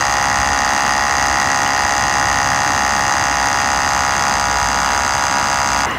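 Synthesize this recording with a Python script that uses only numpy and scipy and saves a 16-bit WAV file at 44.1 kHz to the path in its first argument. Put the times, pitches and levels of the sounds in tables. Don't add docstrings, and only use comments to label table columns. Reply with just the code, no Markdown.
import sys
import numpy as np
from scipy import signal
from scipy.fft import rfft, irfft
from scipy.io import wavfile
from scipy.ndimage import uniform_filter1d

SR = 44100
rng = np.random.default_rng(int(sys.argv[2]) if len(sys.argv) > 2 else 0)


def voltage_ratio(level):
    return 10 ** (np.asarray(level, float) / 20)


def file_out(sig):
    cols = np.atleast_2d(sig).T
    lim = np.clip(cols, -1, 1)
    pcm = np.round(lim * 32767).astype(np.int16)
    wavfile.write(sys.argv[1], SR, pcm)


N = 263718
STOP_S = 5.861

# (time [s], speed [turns/s])
CRANK_SPEED = [(0, 69.267), (0.25, 68.688), (0.55, 68.897), (0.8, 69.48), (1.1, 69.033), (1.5, 68.798),
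               (1.75, 69.003), (2.05, 68.969), (2.4, 68.876), (2.9, 69.434), (3.25, 68.916), (3.6, 69.246),
               (3.95, 69.114), (4.25, 69.005), (4.7, 69.16), (5.05, 68.721), (5.4, 68.836), (5.86, 68.892)]
# (place of peak [turns], ring [Hz], decay [ms], level [dB], own time scatter [ms])
PRESSURE_BLOWS = [(0.66, 6450, .4, 8.5, .004), (.605, 5940, .45, 3.5, .006), (.605, 8000, 0.388, -4.5, .04),
                  (.61, 9750, 0.49, -12, 0.054), (.605, 12100, 0.29, -18.5, 0.043),
                  (.605, 14500, 0.19, -15, 0.059), (.58, 3510, 0.291, -3, 0.016),
                  (.69, 4080, 0.477, -6, 0.026), (0.681, 4900, 0.794, 3.5, 0.022),
                  (.69, 2750, 0.749, -5.5, 0.021), (.675, 1146, 0.842, 5, 0.038),
                  (.69, 1397, 0.768, 5, 0.043), (.75, 1890, 0.852, 6, 0.046), (0.6, 7400, 0.438, -5, 0.096)]
RETURN_BLOWS = [(1, 782, 0.683, -2, 0.022), (.99, 1148, 0.563, 4, 0.045), (1.04, 1963, 0.699, 2, 0.036),
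                (1.02, 4960, 0.67, -1.5, 0.063), (1.09, 3530, .4, -7, 0.013), (1.02, 5900, .3, -4, 0.072),
                (1.13, 6550, 0.497, -1, 0.016), (1.13, 7750, 0.464, -9, 0.07),
                (1.06, 9100, 0.573, -18, .05), (1.13, 12500, .2, -19, .05), (1.15, 4880, 0.786, -9, 0.057),
                (1.176, 2750, 0.685, -8.5, 0.02), (1.145, 844, 0.861, 9.5, 0.025),
                (1.2, 1370, 1.223, -5, 0.052), (1.13, 625, 0.921, -4, 0.017)]
# (frequency [Hz], spread [dB])
BLOW_SPREAD = [(800, .8), (2000, .8), (5000, 1.2), (6500, 1.3), (12000, 3.0)]
# (time [s], share of slack and scatter [0-1])
CRANK_PLAY = [
    (0, .9),
    (2.42, 1.0),
    (2.5, .4),
    (5.86, .45),
]
# (body, shell, valve [Hz]) and their levels [dB]
GRIP_HZ = (1200, 1900, 5000)
GRIP_DB = (-18, -19.5, -20.5)
# (multiple of crank speed, level [dB])
CASING_VOICE = [(8, -11), (9, -12.0), (10, -7.5), (11, -4.5), (12, -1), (13, -9), (14, -8), (15, -6.5),
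                (16, -10), (17, -7.5), (18, -7.0), (19, -11), (20, -11.5), (21, -8), (22, -18.5), (23, -30),
                (24, -11), (25, -12.5), (26, -9), (27, -5.5), (28, -7), (29, -11.5), (30, -15.5), (31, -16),
                (34, -21), (36, -21), (38, -18.5), (40, -15.5), (41, -18.5), (42, -26.5)]
# (from [s], to [s])
VOICE_SPAN = (.5, 3.2)
# (centre [Hz], width [Hz], change when full [dB])
PANELS = [(796, 67, -3.5), (958, 52, 6.5), (1050, 57, -4.5), (1380, 130, 3.5), (1740, 29, -12),
          (1880, 140, -7), (1980, 60, 1), (2100, 40, -5), (2620, 34, -4), (2720, 89, -2), (4740, 130, 0.5),
          (5750, 150, -6), (7300, 200, -1), (7600, 220, 6.5)]
# (time [s], share [0-1])
CUP_FILL = [
    (2.6, 0),
    (3.6, 0.23),
    (4.401, 0.8),
    (5.3, 1),
]
# (frequency [Hz], level [dB per Hz])
RATTLE_COLOUR = [(240, -55), (400, -19), (496, -18.5), (824, -8), (961, -3), (1430, -9), (1570, -5.5),
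                 (1920, -11.5), (3090, -19.5), (4400, -19), (4830, -13), (5370, -24.5), (6460, -17),
                 (7090, -20.5), (15800, -40)]
# (place [turns], length [turns], level [dB])
RATTLE_PUFFS = [
    (0.582, 0.11, -2.5),
    (1.06, 0.073, -2.5),
]
# (multiple, level [dB], grows from [s], to [s], swing [+-1])
CRANK_HUMS = [
    (31, -33.5, 1.5, 5.0, 1),
    (39, -42, 4.2, 5.0, 1),
    (24, -36, 0.2, 5.0, -1),
]
# (frequency [Hz], level [dB per Hz])
RUNDOWN_LEVEL = [
    (5.86, -35),
    (5.862, -20),
    (5.98, -22),
]
RUNDOWN_COLOUR = [(180, -41), (300, -10), (485, -12), (554, -14), (699, -9), (881, -10), (1020, -2),
                  (1420, -11), (2090, -6.5), (2340, -22), (2860, -14.5), (3160, -24.5), (15800, -44)]
# (pitch at the cut [Hz], glide [Hz/s], level [dB], fade [dB/s])
WHINES = [
    (965, 900, -28, 60),
    (1910, 203, -36, 20),
    (2890, -500, -42, 60),
]
# (time [s], peak [dB], ring [Hz])
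CRANK_TICKS = [
    (5.8714, -28, 7400),
    (5.8806, -32, 6670),
    (5.9105, -20, 6750),
    (5.9464, -31, 6250),
    (5.9782, -34, 6790),
]
# (time [s], peak [dB], ring [Hz], decay [ms])
DRIP = (1.664, -18.5, 2950, .9)
# (centre [Hz], width [Hz], depth [dB])
PATH_DIPS = [(2222, 47, 6), (3640, 115, 8), (4500, 290, 1), (5090, 140, 3), (5430, 200, 0), (5840, 41, 4),
             (6940, 120, 6), (7520, 210, 4), (8000, 74, 3.5), (8800, 160, 4), (10130, 370, 5.5),
             (11270, 300, 4.5), (12500, 200, 3.5), (13700, 200, 0)]
# (centre [Hz], width [Hz], lift [dB])
HOLLOWS = [(2340, 100, 1.5), (2857, 55, 4), (3400, 76, 2), (4880, 64, 1), (5630, 110, 2.5),
           (5900, 110, 1.5)]
# (frequency [Hz], level [dB per Hz])
RUMBLE_COLOUR = [(15, -47), (25, -34), (43, -9.5), (65, -0.5), (124, -2), (156, -6), (203, -5.5),
                 (277, -3.5), (379, -12), (500, -13), (650, -16.5), (1100, -120)]
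# (centre [Hz], width [Hz], level [dB])
DRONES = [
    (85.8, 5.6, -45.5),
    (206, 3.9, -43.5),
]
# (time [s], pitch [Hz])
ENGINE_PITCH = [
    (0, 62.3),
    (3.0, 62.5),
    (3.35, 61.1),
    (5.98, 59.8),
]
# (peak time [s], level [dB], fade [dB/s])
GUSTS = [(.27, -32, 55), (.87, -34, 100), (1.28, -31.5, 60), (1.93, -35, 20), (2.28, -34, 10),
         (2.93, -34, 80), (3.38, -33, 78), (3.71, -34, 25), (4.51, -29.5, 11), (5.81, -32, 110)]
# (from [s], to [s])
APART_SPANS = [(.95, 1.0), (1.6, 2.24), (2.48, 2.53), (2.77, 2.82), (3.33, 3.5), (3.6, 3.87), (5.24, 5.52),
               (5.88, 5.97)]
# (frequency [Hz], level [dB per Hz])
APART_COLOUR = [(24, -31), (40, 0), (804, -4), (1000, -13), (1170, -56), (1610, -5), (1870, -36),
                (2110, -6), (6460, -2.5), (15000, -29)]


def evened(x):
    return x / np.sqrt(np.mean(x ** 2) + 1e-20)


def read(points, hz):
    f, value = np.transpose(points)
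    return np.interp(np.log(hz + 1), np.log(f + 1), value)


def bumps_db(bands):
    hz = np.fft.rfftfreq(N, 1 / SR)
    return sum(db * np.exp(-((hz - f) / width) ** 2) for f, width, db in bands)


def noise(colour, patchy_db, size=1024):
    hz = np.fft.rfftfreq(size, 1 / SR)
    a, b, patches = rng.standard_normal((4 * N // size + 5, len(hz), 3)).T
    patches = uniform_filter1d(patches, size=8, axis=0)
    patches = evened(uniform_filter1d(patches, size=12, axis=1))
    z = (a + 1j * b) * voltage_ratio(read(colour, hz)[:, None] + patchy_db * patches)
    return evened(signal.istft(z, nperseg=size, noverlap=3 * size // 4)[1][:N])


def pump():
    t = np.arange(N) / SR
    turns = np.cumsum(np.interp(t, *np.transpose(CRANK_SPEED))) / SR
    blows = voltage_ratio(-1.3) * (stroke(PRESSURE_BLOWS, turns) + stroke(RETURN_BLOWS, turns))
    no_bass = signal.butter(N=2, Wn=520, btype="high", fs=SR, output="sos")
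    blows = signal.sosfiltfilt(no_bass, blows)
    casing = shifted(voiced(blows, turns))
    running = np.clip((STOP_S - t) / 0.0032, 0, 1)
    return casing + running * (rattle(turns) + hums(t, turns))


def stroke(blows, turns):
    slack_ms, valve_snap_ms = 0.033, 0.129
    count = np.arange(-1, int(turns[-1]) + 1)
    slack, snap, force, drift = rng.standard_normal((len(count), 4)).T
    slack = evened(uniform_filter1d(slack, size=2))
    gear = np.pi / 2 * count + np.cumsum(0.064 * drift)
    out = np.zeros(N)
    for place, hz, decay_ms, db, scatter_ms in blows:
        late, size = rng.standard_normal((len(count), 2)).T
        at = np.interp(count + place, turns, np.arange(N) / SR, -1, 99) - softness(hz) * decay_ms / 1000
        live = (at > 0) & (at < STOP_S)
        valve_part = hz > 5500
        play = np.interp(at, *np.transpose(CRANK_PLAY))
        late_ms = play * (slack_ms * slack + scatter_ms * late) + valve_snap_ms * snap * valve_part
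        at = at + late_ms / 1000
        if valve_part:
            size = .6 * size + .8 * force
        size = np.minimum(size, 1.2) if valve_part else np.minimum(size, 1.2)
        gear_db = 2.4 * np.cos(gear) * (5500 < hz < 7000)
        gear_db = gear_db + 1.3 * np.cos(2 * gear) * (4500 < hz < 5500)
        held_db = np.interp(hz, GRIP_HZ, GRIP_DB)
        level_db = db + held_db + read(BLOW_SPREAD, hz) * size + gear_db
        index = np.clip(np.round(at * SR), 0, N - 1).astype(int)
        train = np.zeros(N, complex)
        train[index] = live * voltage_ratio(level_db) * np.exp(2j * np.pi * hz * (index / SR - at))
        out += signal.oaconvolve(train, ring(hz, decay_ms))[:N].imag
    return out


def ring(hz, decay_ms):
    t = np.arange(1500) / SR
    u = t * 1000 / max(decay_ms, .05)
    order = softness(hz)
    return (u / order) ** order * np.exp(order - u) * np.exp(2j * np.pi * hz * t)


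def softness(hz):
    return 1 + (hz < 4500) + (hz < 1000)


def voiced(blows, turns):
    k, want_db = np.transpose(CASING_VOICE)
    k = np.round(k)
    near = slice(round(VOICE_SPAN[0] * SR), round(VOICE_SPAN[1] * SR), 8)
    unwound = np.exp(-2j * np.pi * np.outer(k, turns[near])) * blows[near]
    parts = np.array_split(unwound, 60, axis=1)
    have = np.sqrt(sum(abs(part.mean(1)) ** 2 for part in parts))
    gain_db = 20 * np.log10(evened(voltage_ratio(want_db)) / evened(have))
    gain_db = np.r_[np.clip(gain_db, -11, 9), 0]
    multiple = np.fft.rfftfreq(N, 1 / SR) / np.mean(np.transpose(CRANK_SPEED)[1])
    gain_db = np.interp(multiple, np.r_[k, k[-1] + 1], gain_db)
    return irfft(rfft(blows) * voltage_ratio(gain_db), N)


def shifted(casing):
    fill = np.clip(np.interp(np.arange(N) / SR, *np.transpose(CUP_FILL)), 0, 1)
    changed = irfft(rfft(casing) * voltage_ratio(bumps_db(PANELS)), N)
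    return (1 - fill) * casing + fill * changed


def rattle(turns):
    gate = voltage_ratio(-3.5) * np.ones(N)
    for place, length, db in RATTLE_PUFFS:
        u = ((turns - place) % 1) / length
        turn = np.floor(turns - place).astype(int) + 2
        size = voltage_ratio(3.4 * rng.standard_normal(int(turns[-1]) + 3))[turn]
        gate += voltage_ratio(db) * size * u * np.exp(1 - u)
    return voltage_ratio(-24) * evened(gate) * noise(RATTLE_COLOUR, patchy_db=-0.64, size=512)


def hums(t, turns):
    out = np.zeros(N)
    for multiple, db, start, end, swing in CRANK_HUMS:
        grown = np.interp(t, (start, end), [0, 1])
        out += np.sign(swing) * voltage_ratio(db) * grown * np.sin(2 * np.pi * round(multiple) * turns)
    return out


def rundown():
    t = np.arange(N) / SR
    on = np.clip((t - STOP_S + .004) / 0.0035, 0, 1)
    level = voltage_ratio(np.interp(t, *np.transpose(RUNDOWN_LEVEL)))
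    out = on * level * noise(RUNDOWN_COLOUR, patchy_db=1.0, size=512)
    out += on * whine(t)
    for s, db, hz in CRANK_TICKS:
        part = out[round(s * SR):][:1500]
        part += voltage_ratio(db) * ring(hz, decay_ms=0.36).imag[:len(part)]
    return out


def whine(t):
    since = np.maximum(t - STOP_S, 0)
    waver = uniform_filter1d(rng.standard_normal((len(WHINES), 2, N)), size=500, axis=2)
    out = np.zeros(N)
    for (hz, glide, db, fade), (pitch, size) in zip(WHINES, waver):
        turns = np.cumsum(hz + glide * since + 40 * evened(pitch)) / SR
        out += voltage_ratio(db - fade * since + 3.0 * evened(size)) * np.sin(2 * np.pi * turns)
    return out


def dipped(x):
    hz = np.fft.rfftfreq(N, 1 / SR)
    edge_hz = 15760
    loss_db = bumps_db(PATH_DIPS) - bumps_db(HOLLOWS)
    loss_db += 10 * (hz > edge_hz) + 40 * (hz > edge_hz + 110)
    return irfft(rfft(x) * voltage_ratio(-loss_db), N)


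def drip():
    s, db, hz, decay_ms = DRIP
    out = np.zeros(N)
    out[round(s * SR):][:1500] = voltage_ratio(db) * ring(hz, decay_ms).imag
    return out


def rumble():
    t = np.arange(N) / SR
    out = voltage_ratio(-30) * noise(RUMBLE_COLOUR, patchy_db=1.5, size=4096)
    out += engine(t)
    for hz, width, db in DRONES:
        r = np.exp(-np.pi * width / SR)
        slow = rng.standard_normal(N) + 1j * rng.standard_normal(N)
        for _ in range(2):
            slow = signal.lfilter([1 - r], [1, -r], slow)
        out += voltage_ratio(db) * evened((slow * np.exp(2j * np.pi * hz * t)).real)
    return out


def engine(t):
    rise = 66
    gusts = [db - np.where(t < s, rise * (s - t), fade * (t - s)) for s, db, fade in GUSTS]
    level_db = np.maximum(np.max(gusts, axis=0), -46)
    turns = np.cumsum(np.interp(t, *np.transpose(ENGINE_PITCH))) / SR
    return np.sqrt(2) * voltage_ratio(level_db) * np.sin(2 * np.pi * turns)


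def scene():
    mono = dipped(pump() + rundown()) + rumble() + drip()
    return np.array([mono, mono])


def roll_off(x):
    return signal.sosfilt(signal.butter(12, 15910, fs=SR, output="sos"), x)


def record(dry):
    t = np.arange(N) / SR
    apart = sum((t > a) * (t < b) * 1. for a, b in APART_SPANS)
    apart = uniform_filter1d(apart, size=400)
    side = voltage_ratio(-45) * apart * noise(APART_COLOUR, patchy_db=2.5, size=1024)
    mix = dry + np.array([side, -side])
    return roll_off(mix)


dry = scene()
out = record(dry)
file_out(out)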